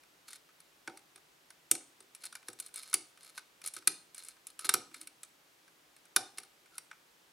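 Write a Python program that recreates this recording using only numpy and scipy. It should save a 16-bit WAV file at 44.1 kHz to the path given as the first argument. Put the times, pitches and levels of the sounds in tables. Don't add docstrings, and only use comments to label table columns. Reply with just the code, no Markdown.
import sys
import numpy as np
from scipy import signal
from scipy.fft import rfft, irfft, next_fast_len
from scipy.io import wavfile

SR = 44100
rng = np.random.default_rng(int(sys.argv[2]) if len(sys.argv) > 2 else 0)


def transcribe(signal):
    frames = np.atleast_2d(signal).T
    limited = np.clip(frames, -1, 1)
    pcm = np.round(limited * 32767).astype(np.int16)
    wavfile.write(sys.argv[1], SR, pcm)


N = 322812

# pitch_hz, density_db_per_hz
HISS_COLOUR = [(15, -57), (25, -39), (48, -7.5), (87, -15), (166, -3), (206, -9.5), (309, -0.5), (463, -3),
               (560, -2.5), (607, -3.5), (659, -3), (1560, -4), (3250, -6.5), (14800, -17), (16000, -20)]
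# pitch_hz, correlation (0 to 1)
HISS_LIKENESS = [(60, 0.65), (180, 1), (550, 0.14), (1650, 0.014), (4970, 0.53), (15000, 1)]
# pitch_hz, t60_s
ROOM_DECAY = [(100, 0.96), (300, 0.32), (800, .36), (2000, 0.33), (5000, 0.36), (9000, 0.34), (14000, 0.07)]
# pitch_hz, gain_db
ROOM_COLOUR = [(150, -2.0), (800, 7.0), (1500, -3.5), (4000, 0.0), (10000, -4.5), (15000, 2.5)]
# pitch_hz, width_hz, relative_db
THUD_MODES = [(118, 18, -11), (160, 28, -11), (237, 70, -7), (320.8, 47, 2), (391, 46, 1),
              (494.4, 36, -5.5)]
# pitch_hz, width_hz, relative_db
HOLLOW_MODES = [(576, 24, -7.5), (737, 79, 0.5), (788, 55, 4), (886, 54, -1.5)]
# start_s, relative_thud_db, relative_hollow_db
THUMPS = [(0.876, -54, -54.5), (1.157, -71, -76), (1.713, -47.5, -58.5), (2.004, -71, -80),
          (2.485, -57.5, -68.5), (2.941, -54.5, -63), (3.765, -65.5, -82), (3.873, -53.5, -64.5),
          (4.649, -59, -68.5), (4.692, -53.5, -64.5), (4.739, -47, -53), (6.163, -49, -48),
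          (6.383, -66, -66.5)]
# start_s, end_s, pitch_hz, width_hz, level_db
TOOL_TONES = [(4.592, 4.694, 1296, 90, -57.5), (4.86, 5.1, 305, 45.3, -68.5),
              (6.709, 6.794, 1403, 110, -66)]
# start_s, end_s, relative_db
SCRAPES = [(0.266, 0.378, -55.5), (2.202, 2.231, -61.5), (2.233, 2.274, -47.5), (2.465, 2.487, -61.5),
           (2.587, 2.605, -52), (2.615, 2.682, -58.5), (2.736, 2.813, -51), (2.797, 2.932, -57.5),
           (3.195, 3.314, -58), (3.339, 3.402, -58.5), (3.632, 3.698, -47.5), (3.731, 3.798, -54),
           (4.152, 4.24, -55.5), (4.24, 4.336, -60), (4.466, 4.508, -60), (4.6, 4.641, -55.5),
           (4.64, 4.674, -42), (4.919, 5.052, -61.5), (6.371, 6.39, -52), (6.717, 6.793, -67)]
# pitch_hz, gain_db
SCRAPE_TILT = [(60, -22.5), (500, -7.0), (1400, -5.0), (4000, 0.0), (9500, -0.5), (12000, 0.5), (16000, -7.0)]
# pitch_hz, width_hz, relative_db
LOCK_MODES = [(1270, 77, 0.5), (1432, 97, -1.5), (1533, 100, 0.5), (2010, 150, -18), (2192, 165, -5),
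              (2420, 170, -4), (2676, 220, -13), (3665, 37, 1), (4205, 130, -1), (4660, 61, -3.5),
              (4986, 150, -5), (5574, 197, -2), (6147, 100, -9), (7100, 91, -15), (6900, 240, -14),
              (7640, 130, -7.5), (8096, 290, -7.5), (8810, 218, -6.5), (9334, 90, -0.5), (9570, 110, -12),
              (9840, 170, -2), (10620, 360, -7.5), (11170, 190, -7.5), (12030, 300, -15.5),
              (12400, 570, -12.5), (14900, 300, -22.5)]
# pitch_hz, relative_db
CRACK_COLOUR = [(600, -3), (1000, -5), (1500, -4), (2300, -1), (3100, -4.5), (4000, -2), (5700, -2.5),
                (6700, -4.5), (10800, -5), (12500, -15), (16000, -23.5)]
# start_s, strength_db, brightness_db, knock_hz, ting_hz
CLICKS = [(0.2828, -55.5, 0, 1460, 9200), (0.331, -52.5, 5.5, 2110, 9000), (0.49, -74, -21, 1600, 9200),
          (0.6026, -61.5, 9.5, 1630, 10400), (0.8755, -46, -13, 1500, 9900), (0.973, -56, 5, 1810, 8600),
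          (1.159, -57.5, 4, 1570, 9150), (1.504, -56.5, 3, 1554, 9320), (1.713, -28.5, 18, 2180, 8330),
          (1.7515, -43.5, 9, 1950, 9400), (2.004, -59.5, 8, 1905, 8800), (2.149, -54.5, 12, 2510, 9140),
          (2.238, -50, 5, 1820, 9700), (2.259, -54, 12, 1900, 9100), (2.3255, -52.5, -1, 1490, 9900),
          (2.3529, -47.0, 1, 1500, 10400), (2.4842, -44.5, 5, 1850, 10300), (2.5305, -59, 12, 1650, 8400),
          (2.5999, -45.5, 17.5, 2640, 9600), (2.662, -58.0, 20, 2150, 9500), (2.741, -53, 13, 1500, 9500),
          (2.759, -49.5, 18.5, 2200, 8800), (2.8319, -53, 8.5, 2100, 9700), (2.9295, -40, 0.5, 1490, 9700),
          (2.9407, -28.5, 13, 2340, 9200), (3.1742, -63.5, -5, 1500, 9400), (3.242, -73.5, 12, 1400, 9400),
          (3.3775, -44.5, -4.5, 1960, 10130), (3.6162, -56.5, 1, 2350, 10400),
          (3.6612, -48, 21.5, 2340, 10350), (3.674, -47.5, 23.5, 2400, 10100),
          (3.7373, -54.0, 20, 2050, 9600), (3.765, -46, 2, 1560, 9000), (3.8739, -25, 12, 1980, 11100),
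          (4.1459, -54.5, 13, 1900, 8230), (4.18, -52.5, 13, 1350, 8800), (4.248, -59, 17.5, 2100, 8390),
          (4.285, -53, 16, 2150, 8600), (4.4689, -52, 18, 2300, 8900), (4.592, -45.5, 7.5, 1340, 10000),
          (4.6495, -43, 6.5, 1350, 10400), (4.6917, -25.5, 4, 1670, 9220), (4.739, -26, 5, 1470, 11100),
          (4.9434, -49.5, -1.5, 2080, 8200), (5.013, -52, 13.5, 2270, 8950), (5.0722, -50.5, 8, 2400, 9800),
          (5.2324, -51, 11.5, 1800, 8200), (5.9643, -63.5, 4.5, 1750, 8700),
          (6.054, -65.5, 5.5, 1450, 9400), (6.1626, -24, 5.5, 1500, 10800), (6.3831, -43, 4.5, 1820, 10000),
          (6.433, -57.5, 5, 1450, 9200), (6.7809, -44.5, 9.5, 1990, 10000), (6.913, -56, -19.5, 1800, 7880)]
# low_hz, high_hz
REGISTERS = [(850, 3000), (3000, 7000), (7000, 17000)]

SETTLE_CHANCE, SETTLE_S, SETTLE_SPREAD_S = 0.6, 0.017, 0.005
SETTLE_DB, SETTLE_REF_DB, SETTLE_FOLLOWS = -59, -43, 0.8
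CATCH_PER_S, CATCH_DB, CATCH_BRIGHT_DB = 22, -4.5, 13
STRAY_PER_S, STRAY_DB, STRAY_BRIGHT_DB = 1.5, -67, -6.5
TICK_SCATTER_DB, TICK_KNOCK_HZ, TICK_TING_HZ = 2, 1700, 9450

RING = 8192
HZ = np.fft.rfftfreq(RING, 1 / SR)
T = np.arange(RING) / SR


def amp(db):
    return 10 ** (np.asarray(db) / 20)


def unit(x):
    return x / np.sqrt(np.mean(x ** 2) + 1e-20)


def along(points, hz):
    f, v = np.transpose(points)
    return np.interp(np.log(hz + 1), np.log(f), v)


def add(track, s, sound):
    part = track[..., max(round(s * SR), 0):][..., :sound.shape[-1]]
    part += sound[..., :part.shape[-1]]


def filtered(x, response):
    m = next_fast_len(N + SR // 2)
    spectrum = rfft(x, m) * response(np.fft.rfftfreq(m, 1 / SR))
    return irfft(spectrum, m)[..., :N]


def band(x, lo_hz, hi_hz):
    sos = signal.butter(N=3, Wn=[lo_hz, hi_hz], btype="band", fs=SR, output="sos")
    return signal.sosfilt(sos, x)


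def body(modes, hz, scatter_db):
    gains = amp(scatter_db * rng.standard_normal(len(modes)))
    response = 0
    for k, (centre, width, db) in enumerate(modes):
        resonance = 1j * hz * width / (centre ** 2 - hz ** 2 + 1j * hz * width)
        response = response + (-1) ** k * gains[k] * amp(db) * resonance
    return response


def chatter(length_s, first):
    force = rng.standard_normal(RING) * np.exp(-(T / length_s) ** 2)
    force[0] += first
    return force


def hiss(level_db=-65.5):
    def split(hz):
        angle = np.arccos(np.clip(along(HISS_LIKENESS, hz), -1, 1)) / 2
        return amp(along(HISS_COLOUR, hz)) * [np.cos(angle), np.sin(angle)]

    mid, side = filtered(rng.standard_normal((2, N)), split)
    return amp(level_db) * unit(np.array([mid + side, mid - side]))


def room(x, wet_db, width, build_s=0.0021):
    hz, t, cells = signal.stft(rng.standard_normal((2, SR // 2)), SR, nperseg=256)
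    decay = amp(-60 * t / along(ROOM_DECAY, hz)[:, None])
    tail = signal.istft(cells * decay, SR, nperseg=256)[1]
    tail *= 1 - np.exp(-(np.arange(tail.shape[1]) / SR / build_s) ** 2)
    wet = signal.fftconvolve(x[None], tail / np.linalg.norm(tail[0]), axes=1)[:, :N]
    mid, side = filtered(wet, lambda f: amp(wet_db + along(ROOM_COLOUR, f)))
    return np.array([mid + width * side, mid - width * side])


def thumps(thud_db=-1, hollow_db=-2, push_db=-8, push_half_cycle_s=0.0014):
    out = np.zeros(N)
    early = 2200
    push = np.sin(np.pi * np.minimum(T / push_half_cycle_s, 2)) * amp(-60 * T / 0.026)
    for s, thud, hollow in THUMPS:
        for modes, db in (THUD_MODES, thud + thud_db), (HOLLOW_MODES, hollow + hollow_db):
            force = chatter(length_s=0.053, first=44)
            ring = irfft(rfft(force) * body(modes, HZ, scatter_db=1.5))
            ring = band(ring, modes[0][0] * 0.7, modes[-1][0] * 2.5)
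            add(out, s + 0.001, amp(db) * ring / np.std(ring[:early]))
        add(out, s, amp(thud + push_db) * push)
    return out


def tool_tones():
    out = np.zeros(N)
    for start, end, pitch_hz, width_hz, db in TOOL_TONES:
        n = max(int((end - start) * SR), 2)
        noise = rng.standard_normal(N)
        tone = filtered(noise, lambda hz: np.exp(-((hz - pitch_hz) / width_hz) ** 2))[:n]
        add(out, start, amp(db) * unit(tone) * signal.windows.tukey(n, 0.6))
    return out


def scrapes(slips_hz=330, spread_db=6, rub=0.05, level_db=-1):
    force = np.zeros(N)
    for start, end, db in SCRAPES:
        n = max(int((end - start) * SR), 2)
        slips = (rng.random(N) < slips_hz / SR) * amp(spread_db * rng.uniform(-1.6, 1, N))
        grains = (slips + rub * rng.standard_normal(N))[:n]
        add(force, start, amp(db) * unit(grains) * signal.windows.tukey(n, 0.3))

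    def brass(hz):
        ringing = body(LOCK_MODES, hz, scatter_db=3.5)
        return amp(along(SCRAPE_TILT, hz)) * (ringing + 0.73 * amp(along(CRACK_COLOUR, hz)))

    return amp(level_db) * np.std(force) * unit(filtered(force, brass))


def small_ticks():
    rows = []
    for (s, db, *colour), (chance, late) in zip(CLICKS, rng.random((len(CLICKS), 2))):
        if chance < SETTLE_CHANCE:
            settle_s = s + SETTLE_S + SETTLE_SPREAD_S * (2 * late - 1)
            settle_db = SETTLE_DB + SETTLE_FOLLOWS * (db - SETTLE_REF_DB)
            rows.append((settle_s, settle_db, *colour))
    spans = [(start, end, CATCH_PER_S, db + CATCH_DB, CATCH_BRIGHT_DB) for start, end, db in SCRAPES]
    spans.append((0, N / SR, STRAY_PER_S, STRAY_DB, STRAY_BRIGHT_DB))
    for start, end, rate, db, bright_db in spans:
        count = round(rate * (end - start))
        for k, (when, size, tint) in enumerate(rng.random(size=(64, 3))[:count]):
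            tick_s = start + (end - start) * (k + when) / count
            tick_db = db + TICK_SCATTER_DB * (2 * size - 1)
            tick_bright_db = bright_db + 2 * TICK_SCATTER_DB * (2 * tint - 1)
            rows.append((tick_s, tick_db, tick_bright_db, TICK_KNOCK_HZ, TICK_TING_HZ))
    return rows


def contacts(rows, crack_db=-4.5, knock_width_hz=420, knock_peak_db=6,
             ting_width_hz=1300, ting_peak_db=6, lead_db=-24):
    out = np.zeros(N)
    attack, lead = 350, 200
    for s, strength_db, bright_db, knock_hz, ting_hz in rows:
        def favour(hz):
            knock = knock_peak_db * np.exp(-((hz - knock_hz) / knock_width_hz) ** 2)
            return knock + ting_peak_db * np.exp(-((hz - ting_hz) / ting_width_hz) ** 2)

        modes = [(hz, width, db + favour(hz)) for hz, width, db in LOCK_MODES]
        force = chatter(length_s=0.0043, first=7.2)
        ring = irfft(rfft(force) * body(modes, HZ, scatter_db=1.0))
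        grit = irfft(rfft(rng.standard_normal(RING)) * amp(favour(HZ) + along(CRACK_COLOUR, HZ)))
        crack = grit * amp(-60 * T / 0.028)
        blow = ring + amp(crack_db) * crack
        levels_db = strength_db + np.array([-bright_db / 2, 0, bright_db / 2])
        for db, edges in zip(levels_db, REGISTERS):
            part, slide = band(np.array([blow, grit]), *edges)
            add(out, s, amp(db) * part / np.std(part[:attack]))
            swell = np.linspace(0, 1, lead) ** 2
            add(out, s - lead / SR, amp(db + lead_db) * unit(slide)[-lead:] * swell)
    return out


def ports(x, side_db=-18):
    size = 96
    scatter = rng.standard_normal(size) * np.hanning(size)
    side = amp(side_db) * signal.fftconvolve(x, scatter / np.linalg.norm(scatter))[:N]
    return np.array([x + side, x - side])


def scene():
    air = hiss()
    mount = thumps() + tool_tones()
    metal = scrapes() + contacts(small_ticks()) + contacts(CLICKS)
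    tails = room(mount, wet_db=-11.5, width=0.2) + room(metal, wet_db=-14, width=0.4)
    return air + tails + mount + ports(metal)


def record(dry, top_hz=16000):
    return filtered(dry, lambda hz: 1 / (1 + (hz / top_hz) ** 120))


dry = scene()
out = record(dry)
transcribe(out)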